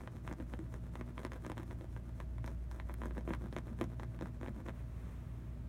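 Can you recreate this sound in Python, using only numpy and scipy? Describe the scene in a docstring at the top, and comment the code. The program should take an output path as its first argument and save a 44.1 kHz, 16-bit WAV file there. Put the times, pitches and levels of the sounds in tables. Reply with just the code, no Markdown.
"""Light scratching, close by, ticks and rasps as claws work to and fro on the woven cover of a couch.
The sound is stick-slip friction: each stroke rubs over the weave and catches threads; a thread that
slips free ticks, and the padding thumps with it. At the end a hand sweeps softly over the cover.
Behind it lies a quiet living room with a mains hum and a faint fan."""
import sys
import numpy as np
from scipy import signal
from scipy.fft import rfft, irfft
from scipy.io import wavfile

SR = 44100
rng = np.random.default_rng(int(sys.argv[2]) if len(sys.argv) > 2 else 0)


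def wrap_up_sound(samples):
    """Save the sound to the file named by the first command line argument, as 16-bit audio."""
    columns = np.atleast_2d(samples).T
    # keep every value between -1 and 1, then stretch to whole-number steps
    tamed = np.clip(columns, -1, 1)
    steps = np.round(tamed * 32767).astype(np.int16)
    wavfile.write(sys.argv[1], SR, steps)


N = 250488

# loud threads slipping free: (time [s], cloth tick [dB], padding thump [dB], fibre crack [dB])
SNAPS = [(0.0077, -40.5, -55, -53), (0.0751, -33.5, -44, -55), (0.277, -32.5, -42, -46),
         (0.3127, -37, -35, -51), (0.3271, -38, -44, -45.5), (0.4007, -44, -37, -61),
         (0.5372, -34.5, -35, -53), (0.591, -44, -37.5, -48.5), (0.741, -39, -43.5, -46),
         (0.9552, -35.5, -44.5, -46), (1.0114, -34, -36.5, -52), (1.1796, -34.5, -45.5, -49),
         (1.1934, -40.5, -42, -48), (1.2327, -46, -45, -49), (1.2499, -30, -33.5, -39),
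         (1.2666, -38.5, -47, -48), (1.319, -37.5, -46, -44), (1.3337, -41, -43.5, -43),
         (1.4487, -36.5, -43, -50.5), (1.4649, -37.5, -37, -43), (1.499, -34.5, -35.5, -43),
         (1.5178, -33, -38, -41.5), (1.5712, -40.5, -39.5, -59), (1.5795, -35, -45, -40),
         (1.6318, -45, -46, -43.5), (1.7104, -39.5, -49, -53), (1.8106, -44.5, -42, -50),
         (1.9643, -40, -44, -57), (2.2025, -35.5, -45.5, -45), (2.3828, -42, -45, -56),
         (2.4431, -37.5, -39.5, -47), (2.4622, -48, -62, -41.5), (2.4777, -37.5, -47.5, -47),
         (2.7137, -40, -62, -42.5), (2.7996, -33, -50.5, -53), (2.8958, -35.5, -41.5, -70),
         (2.9413, -42.5, -52, -50), (3.0178, -33.5, -35, -54), (3.0355, -35, -41, -46),
         (3.0571, -35.5, -32, -43), (3.1093, -40, -38, -57), (3.1698, -39, -37.5, -67),
         (3.1802, -37, -31.5, -45), (3.2768, -33, -29, -54), (3.306, -32, -28, -67),
         (3.3363, -28.5, -52, -43.5), (3.5269, -37.5, -36.5, -47), (3.565, -30.5, -31, -40.5),
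         (3.5857, -37, -41, -43), (3.789, -41.5, -40, -55), (3.8123, -28.5, -24.5, -36.5),
         (3.818, -34.5, -31.5, -55), (3.8412, -38.5, -34.5, -44), (3.9975, -37.5, -39, -49),
         (4.033, -38, -43.5, -45), (4.1906, -44, -58, -52), (4.211, -36, -36.5, -47.5),
         (4.2231, -36, -32.5, -51), (4.258, -36.5, -57, -55), (4.413, -39.5, -38, -51.5),
         (4.4313, -38.5, -34, -57), (4.462, -33.5, -48, -54), (4.4831, -40, -35, -54),
         (4.6621, -41, -42.5, -61), (4.6855, -34.5, -39.5, -47.5), (4.6942, -36.5, -38, -51)]
# the cloth's response to one slip: (frequency [Hz], gain [dB])
SNAP_SPECTRUM = [(70, 1.5), (170, 34.5), (320, 38), (460, 28.5), (580, 33), (780, 20), (960, 29),
                 (1250, 20.5), (1900, 21.5), (2600, 12), (3500, 11.5), (5800, 10.5), (9000, 7), (16000, -8)]
# claws dig into the cover and draw back about four times a second; a return lasts until the next dig:
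# (start of dig [s], turn [s], rasp of dig [dB], rasp of return [dB])
SCRATCHES = [(-0.03, 0.093, -64, -65), (0.22, 0.36, -61.5, -64), (0.46, 0.588, -64.5, -68),
             (0.689, 0.798, -62.5, -65.5), (0.912, 1.037, -63, -66), (1.139, 1.29, -61, -62),
             (1.398, 1.547, -62.5, -59), (1.648, 1.762, -61, -65), (1.88, 2.021, -68.5, -68),
             (2.14, 2.26, -65.5, -77), (2.42, 2.559, -62, -75), (2.687, 2.84, -64.5, -63),
             (2.959, 3.122, -62, -59.5), (3.24, 3.38, -56, -61), (3.499, 3.626, -64.5, -63),
             (3.759, 3.879, -59.5, -65.5), (3.959, 4.07, -68.5, -67), (4.193, 4.311, -62, -68),
             (4.397, 4.528, -59.5, -62), (4.638, 4.719, -59, -81)]
# body of the rubbing noise: (frequency [Hz], relative density [dB])
RASP_SPECTRUM = [(130, -5), (190, 6), (330, 16.5), (460, 5), (600, 7), (780, 0), (1000, -0.5), (1400, -1.5),
                 (2100, -8.5), (2900, -18), (3500, -15), (4800, -28), (7000, -30.5)]
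# fibre hiss of the rubbing: (frequency [Hz], relative density [dB])
HISS_SPECTRUM = [(2500, -38), (4000, 1), (5800, 2.5), (9200, 3.5), (11700, -2.5), (16000, -9.5)]
# the cushion gives under a harder push: (time [s], relative peak [dB], resonance [Hz])
PUSHES = [(0.135, -45.5, 241), (0.384, -40.5, 255), (0.582, -40.5, 315), (3.291, -37, 176),
          (3.423, -37.5, 180), (3.699, -39, 187), (3.834, -36, 171), (4.222, -35.5, 173),
          (4.481, -39.5, 187), (4.555, -41, 176), (4.575, -41, 288)]
# tiny hard contacts: (time [s], peak level [dB])
CLICKS = [(2.9404, -37)]
# envelope of the hand's sweep: (time [s], level [dB])
SWEEP_LEVEL = [(4.7, -90), (4.74, -66.5), (4.8, -62), (4.85, -71.5), (4.95, -65.5), (5.12, -63),
               (5.25, -67), (5.4, -67.5), (5.55, -70.5), (5.68, -74)]
# its soft swish: (frequency [Hz], relative density [dB])
SWEEP_SPECTRUM = [(200, -3), (450, 3), (750, -5), (1050, 0), (1450, -5.5), (2100, -7.5), (3000, -12.5),
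                  (4500, -21), (6000, -21.5), (9000, -19.5), (11000, -24), (16000, -25)]
# bands where the sound thins: (frequency [Hz], bandwidth [Hz], depth [0-1])
DIPS = [(2880, 400, .48), (4650, 950, .65), (7700, 900, .3), (10400, 900, .4)]
# envelope of the motor's drone: (time [s], rms level [dB])
DRONE_LEVEL = [(0, -63), (.3, -48.5), (1.9, -51), (2.2, -45), (3.1, -43.5), (3.5, -46.5), (4.0, -49),
               (5.68, -48)]
# humming appliances: (frequency [Hz], rms level [dB], unsteadiness [dB])
HUM_LINES = [(117.3, -56, 3), (117.9, -59, 2), (174.7, -62.5, -1.5), (239.6, -62.5, 2.5)]
# a fan's airy tones: (frequency [Hz], bandwidth [Hz], gain [dB])
FAN_MODES = [(585, 5.8, -0.5), (646, 3.1, 6), (908, 30, -17)]
# room tone: (frequency [Hz], relative density [dB])
ROOM_SPECTRUM = [(20, -33.5), (35, -7.5), (50, -6), (72, -2), (105, -1.5), (150, -5.5), (230, -16),
                 (330, -17), (480, -29), (640, -31), (800, -32), (1800, -38.5), (4500, -50.5), (16000, -58)]

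RASP_SWELL, HISS_SWELL = (.54, 1.3), (.34, .6)  # (crest [share of the stroke], steepness)


def thread_snaps(stutter_per_s=550, stutter_db=-10, stutter_s=.0039, tear_s=.0004, ripple_db=2):
    """Impulse response: at each slip the padding thumps, the cover ticks and fibres crack on top."""
    size = 2048
    out, t = np.zeros(N + size), np.arange(size) / SR
    impulse = (t == 0) * 1.
    bin_hz = np.maximum(np.arange(size // 2 + 1) * SR / size, 1)
    log_hz = np.log(bin_hz)
    hz, response_db = np.transpose(SNAP_SPECTRUM)
    band_edges = np.log([430, 820, 3000, 5500])
    for s, thump, tick, crack in [(s, b - .5, m, c + 1.5) for s, m, b, c in all_slips()]:
        detune = .06 * rng.normal()
        gain_db = np.interp(log_hz + detune, np.log(hz), response_db)
        gain_db += np.interp(log_hz, band_edges, [thump, tick, tick, crack])
        # the wave returns from a seam, nearer or farther, and ripples the spectrum
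        seam_s = rng.uniform(.0005, .0016)
        gain_db += ripple_db * np.cos(2 * np.pi * (bin_hz * seam_s + rng.random()))
        # fibres part one by one, which frays the top of the pulse
        tear = rng.standard_normal(size) * np.exp(-t / tear_s)
        tear /= np.linalg.norm(tear)
        release = tear + low_pass(impulse - tear, hz=5000, order=1)
        # a freed thread drags its neighbours loose in a short stutter
        neighbours = (rng.random(size) < stutter_per_s / SR) * rng.choice([-1, 1], size)
        stutter = neighbours * rng.random(size) * np.exp(-t / stutter_s)
        force = release + from_db(stutter_db) * stutter
        start = round(max(s, 0) * SR)
        out[start:start + size] += signal.fftconvolve(force, causal_pulse(gain_db))[:size]
    return dispersion(out[:N])


def all_slips(spread_db=3, recatch_s=.009, catches_per_stroke=3, scatter=.16):
    """Stick-slip: the loud slips, a weaker one after each, and small catches; rows as in SNAPS."""
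    recatch_loss_db, over_rasp_db = np.array([[13, 8.5, 13], [10.5, 9.8, -1]])  # tick, thump, crack
    rows = list(SNAPS)
    # the claw catches each freed thread once more
    for s, *levels_db in SNAPS:
        delay, strength = rng.uniform(-1, 1, 2)
        weaker_db = np.array(levels_db) - recatch_loss_db + spread_db * strength
        rows.append((s + recatch_s * (1 + delay / 2), *weaker_db))
    # weak threads catch at random around the crest of each stroke
    for start, end, rasp_db, _ in strokes():
        for when, strength, *colour in rng.standard_normal((catches_per_stroke, 5)).clip(-2, 2):
            s = start + (RASP_SWELL[0] + scatter * when) * (end - start)
            levels_db = rasp_db + over_rasp_db + spread_db * (strength + np.array(colour) / 2)
            rows.append((s, *levels_db))
    return rows


def rubbing(slips_per_s=600, spread_db=5.5, turn_db=-80):
    """Sliding friction: smooth noise, and a grain of tiny slips that crowd in as pressure rises."""
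    rasp_gain, hiss_gain = from_db(turn_db), 0
    for start, end, rasp_db, hiss_db in strokes():
        rasp_gain += from_db(rasp_db) * swell(start, end, *RASP_SWELL)
        hiss_gain += from_db(hiss_db) * swell(start, end, *HISS_SWELL)
    pressure = np.sqrt(rasp_gain / rasp_gain.max())
    sizes = from_db(spread_db * np.minimum(rng.exponential(1, N), 3)) * rng.choice([-1, 1], N)
    slips = sizes * (rng.random(N) < slips_per_s * pressure / SR)
    rasp = from_db(-1.5) * noise(RASP_SPECTRUM)
    rasp += from_db(3.5) * dispersion(coloured(slips, RASP_SPECTRUM))
    hiss = from_db(1.5) * noise(HISS_SPECTRUM)
    hiss += from_db(-5.5) * coloured(slips, HISS_SPECTRUM)
    return rasp_gain * rasp + hiss_gain * hiss


def strokes(dig_hiss_db=-75.5, return_hiss_db=-78, usual_rasp_db=-62, fade_db_per_s=.5, lift_s=5.3):
    """Load raises rasp more than hiss; one row a stroke: (start [s], end [s], rasp [dB], hiss [dB])."""
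    ends = [row[0] for row in SCRATCHES[1:]] + [lift_s]
    rows = []
    for (start, turn, dig_db, return_db), end in zip(SCRATCHES, ends):
        dig, back = (start, turn, dig_db, dig_hiss_db), (turn, end, return_db, return_hiss_db)
        for begin, stop, rasp_db, hiss_db in dig, back:
            hiss_db += .36 * (rasp_db - usual_rasp_db) - fade_db_per_s * begin
            rows.append((begin, stop, rasp_db, hiss_db))
    return rows


def swell(start, end, crest, steepness):
    """Friction noise follows sliding speed: the gain of a stroke arches from rest to rest."""
    crest_s = start + crest * (end - start)
    ramp = np.interp(np.arange(N) / SR, [start, crest_s, end], [0, 1, 0])
    return np.sin(np.pi / 2 * ramp) ** steepness


def cushion_pushes(gain_db=-2, swell_s=.014, width_hz=28):
    """Damped resonance: a push sets off a short, dull shudder of the padding on its frame."""
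    out, t = np.zeros(N), np.arange(SR // 5) / SR
    for s, peak_db, hz in PUSHES:
        force = rng.standard_normal(len(t)) * t * np.exp(-t / swell_s)
        shudder = resonate(force, [(hz, width_hz, 0)])
        add(out, s, low_pass(shudder, hz=2 * hz), peak_db + gain_db)
    return out


def sharp_click(decay_s=.00041):
    """Brief impact: a hard tip clicks without moving the cloth, so it radiates mainly treble."""
    out, t = np.zeros(N), np.arange(SR // 100) / SR
    for s, peak_db in CLICKS:
        burst = rng.standard_normal(len(t)) * np.exp(-t / decay_s)
        add(out, s, burst - low_pass(burst, hz=6000, order=1), peak_db)
    return out


def hand_sweep():
    """Smooth friction: skin glides over the weave without catching, in a soft swell of noise."""
    return envelope(SWEEP_LEVEL) * noise(SWEEP_SPECTRUM)


def dispersion(x, hz=650):
    """Dispersion: low frequencies cross the cloth more slowly, so a pulse becomes a falling chirp."""
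    r = np.exp(-2 * np.pi * hz / SR)
    for _ in range(2):
        x = signal.lfilter([-r, 1], [1, -r], x)  # all-pass
    return x


def notched(x):
    """Notches: the sound thins out in a few broad bands."""
    for hz, width, depth in DIPS:
        x = x - depth * resonate(x, [(hz, width, 0)])
    return x


def living_room(x, t60_s=.088, wet_db=-17, wall_hz=3500):
    """Reverberation: soft furnishings absorb sound and leave a faint, dull tail."""
    t = np.arange(SR // 2) / SR
    tail = low_pass(rng.standard_normal(len(t)), hz=wall_hz) * from_db(-60 * t / t60_s) * (t > .004)
    return x + from_db(wet_db) * signal.fftconvolve(x, tail / np.linalg.norm(tail))[:N]


def hum(motor_hz=59.13):
    """Beating: a motor drones just under the mains rate; two close tones near its octave beat."""
    t = np.arange(N) / SR
    out = envelope(DRONE_LEVEL) * np.sin(2 * np.pi * motor_hz * t + .1 * drift(hz=1))
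    for hz, db, unsteady_db in HUM_LINES:
        phase = 2 * np.pi * (hz * t + rng.random()) + .2 * unsteady_db * drift(hz=1)
        out += from_db(db + unsteady_db * drift(hz=2)) * np.sin(phase)
    return np.sqrt(2) * out


def fan(rms_db=-71.5):
    """Resonance: narrow modes pick a fan's airy tones out of broadband noise."""
    return from_db(rms_db) * rms_one(resonate(rng.standard_normal(N), FAN_MODES))


def room_tone(rms_db=-50):
    """Ambient noise: a steady floor, strongest in the bass."""
    return from_db(rms_db) * noise(ROOM_SPECTRUM)


def from_db(db):
    """Decibels to amplitude ratio."""
    return 10 ** (np.asarray(db) / 20)


def rms_one(x):
    """Normalisation to rms 1."""
    return x / np.sqrt(np.mean(x ** 2) + 1e-20)


def envelope(curve):
    """Amplitude at every sample, interpolated from (time [s], level [dB])."""
    s, db = np.transpose(curve)
    return from_db(np.interp(np.arange(N) / SR, s, db))


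def drift(hz):
    """Low-passed noise: a slow random wander of rms 1."""
    step, settle = 40, 2000  # samples per point; points for the filter to settle
    r = np.exp(-2 * np.pi * hz * step / SR)
    white = rng.standard_normal(N // step + settle + 2)
    slow = signal.lfilter([1], [1, -2 * r, r * r], white)[settle:]
    return np.interp(np.arange(N) / step, np.arange(len(slow)), rms_one(slow))


def coloured(x, spectrum):
    """Spectral shaping by (frequency [Hz], gain [dB]), scaled to rms 1."""
    hz, db = np.transpose(spectrum)
    bin_hz = np.maximum(np.arange(N // 2 + 1) * SR / N, 1)
    gain = from_db(np.interp(np.log(bin_hz), np.log(hz), db))
    return rms_one(irfft(rfft(x) * gain, N))


def noise(spectrum):
    """Gaussian noise with this spectrum and rms 1."""
    return coloured(rng.standard_normal(N), spectrum)


def resonate(x, modes):
    """Superposition of damped modes, alternating in sign."""
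    out = 0
    for k, (hz, width, db) in enumerate(modes):
        r = np.exp(-np.pi * width / SR)
        gain = (-1) ** k * from_db(db) * (1 - r * r) / 2
        feedback = [1, -2 * r * np.cos(2 * np.pi * hz / SR), r * r]
        out = out + gain * signal.lfilter([1, 0, -1], feedback, x + 1e-18)
    return out


def low_pass(x, hz, order=2):
    """Low-pass filtering rounds off the treble."""
    return signal.sosfilt(signal.butter(order, hz, fs=SR, output="sos"), x)


def causal_pulse(gain_db):
    """Minimum phase: the sharpest pulse with this spectrum that starts at time zero."""
    cepstrum = irfft(np.log(from_db(gain_db)))
    half = len(cepstrum) // 2
    fold = np.r_[1, np.full(half - 1, 2), 1, np.zeros(half - 1)]
    return irfft(np.exp(rfft(cepstrum * fold)))


def add(track, s, sound, peak_db):
    """Superpose a short sound at a time and a peak level."""
    start = round(s * SR)
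    track[start:start + len(sound)] += (from_db(peak_db) * sound / np.abs(sound).max())[:N - start]


def scene():
    """Superposition: scratching and a last sweep of the hand, over fan, room tone and hum."""
    scratching = living_room(notched(thread_snaps() + rubbing() + cushion_pushes() + sharp_click()))
    air = fan() + room_tone()
    return (scratching + notched(hand_sweep()) + hum() + air)[None]


def record(dry):
    """Band limiting: a steep low-pass removes the treble above 15.9 kHz."""
    return signal.sosfilt(signal.ellip(12, .1, 80, 15900, fs=SR, output="sos"), dry)


dry = scene()
out = record(dry)
wrap_up_sound(out)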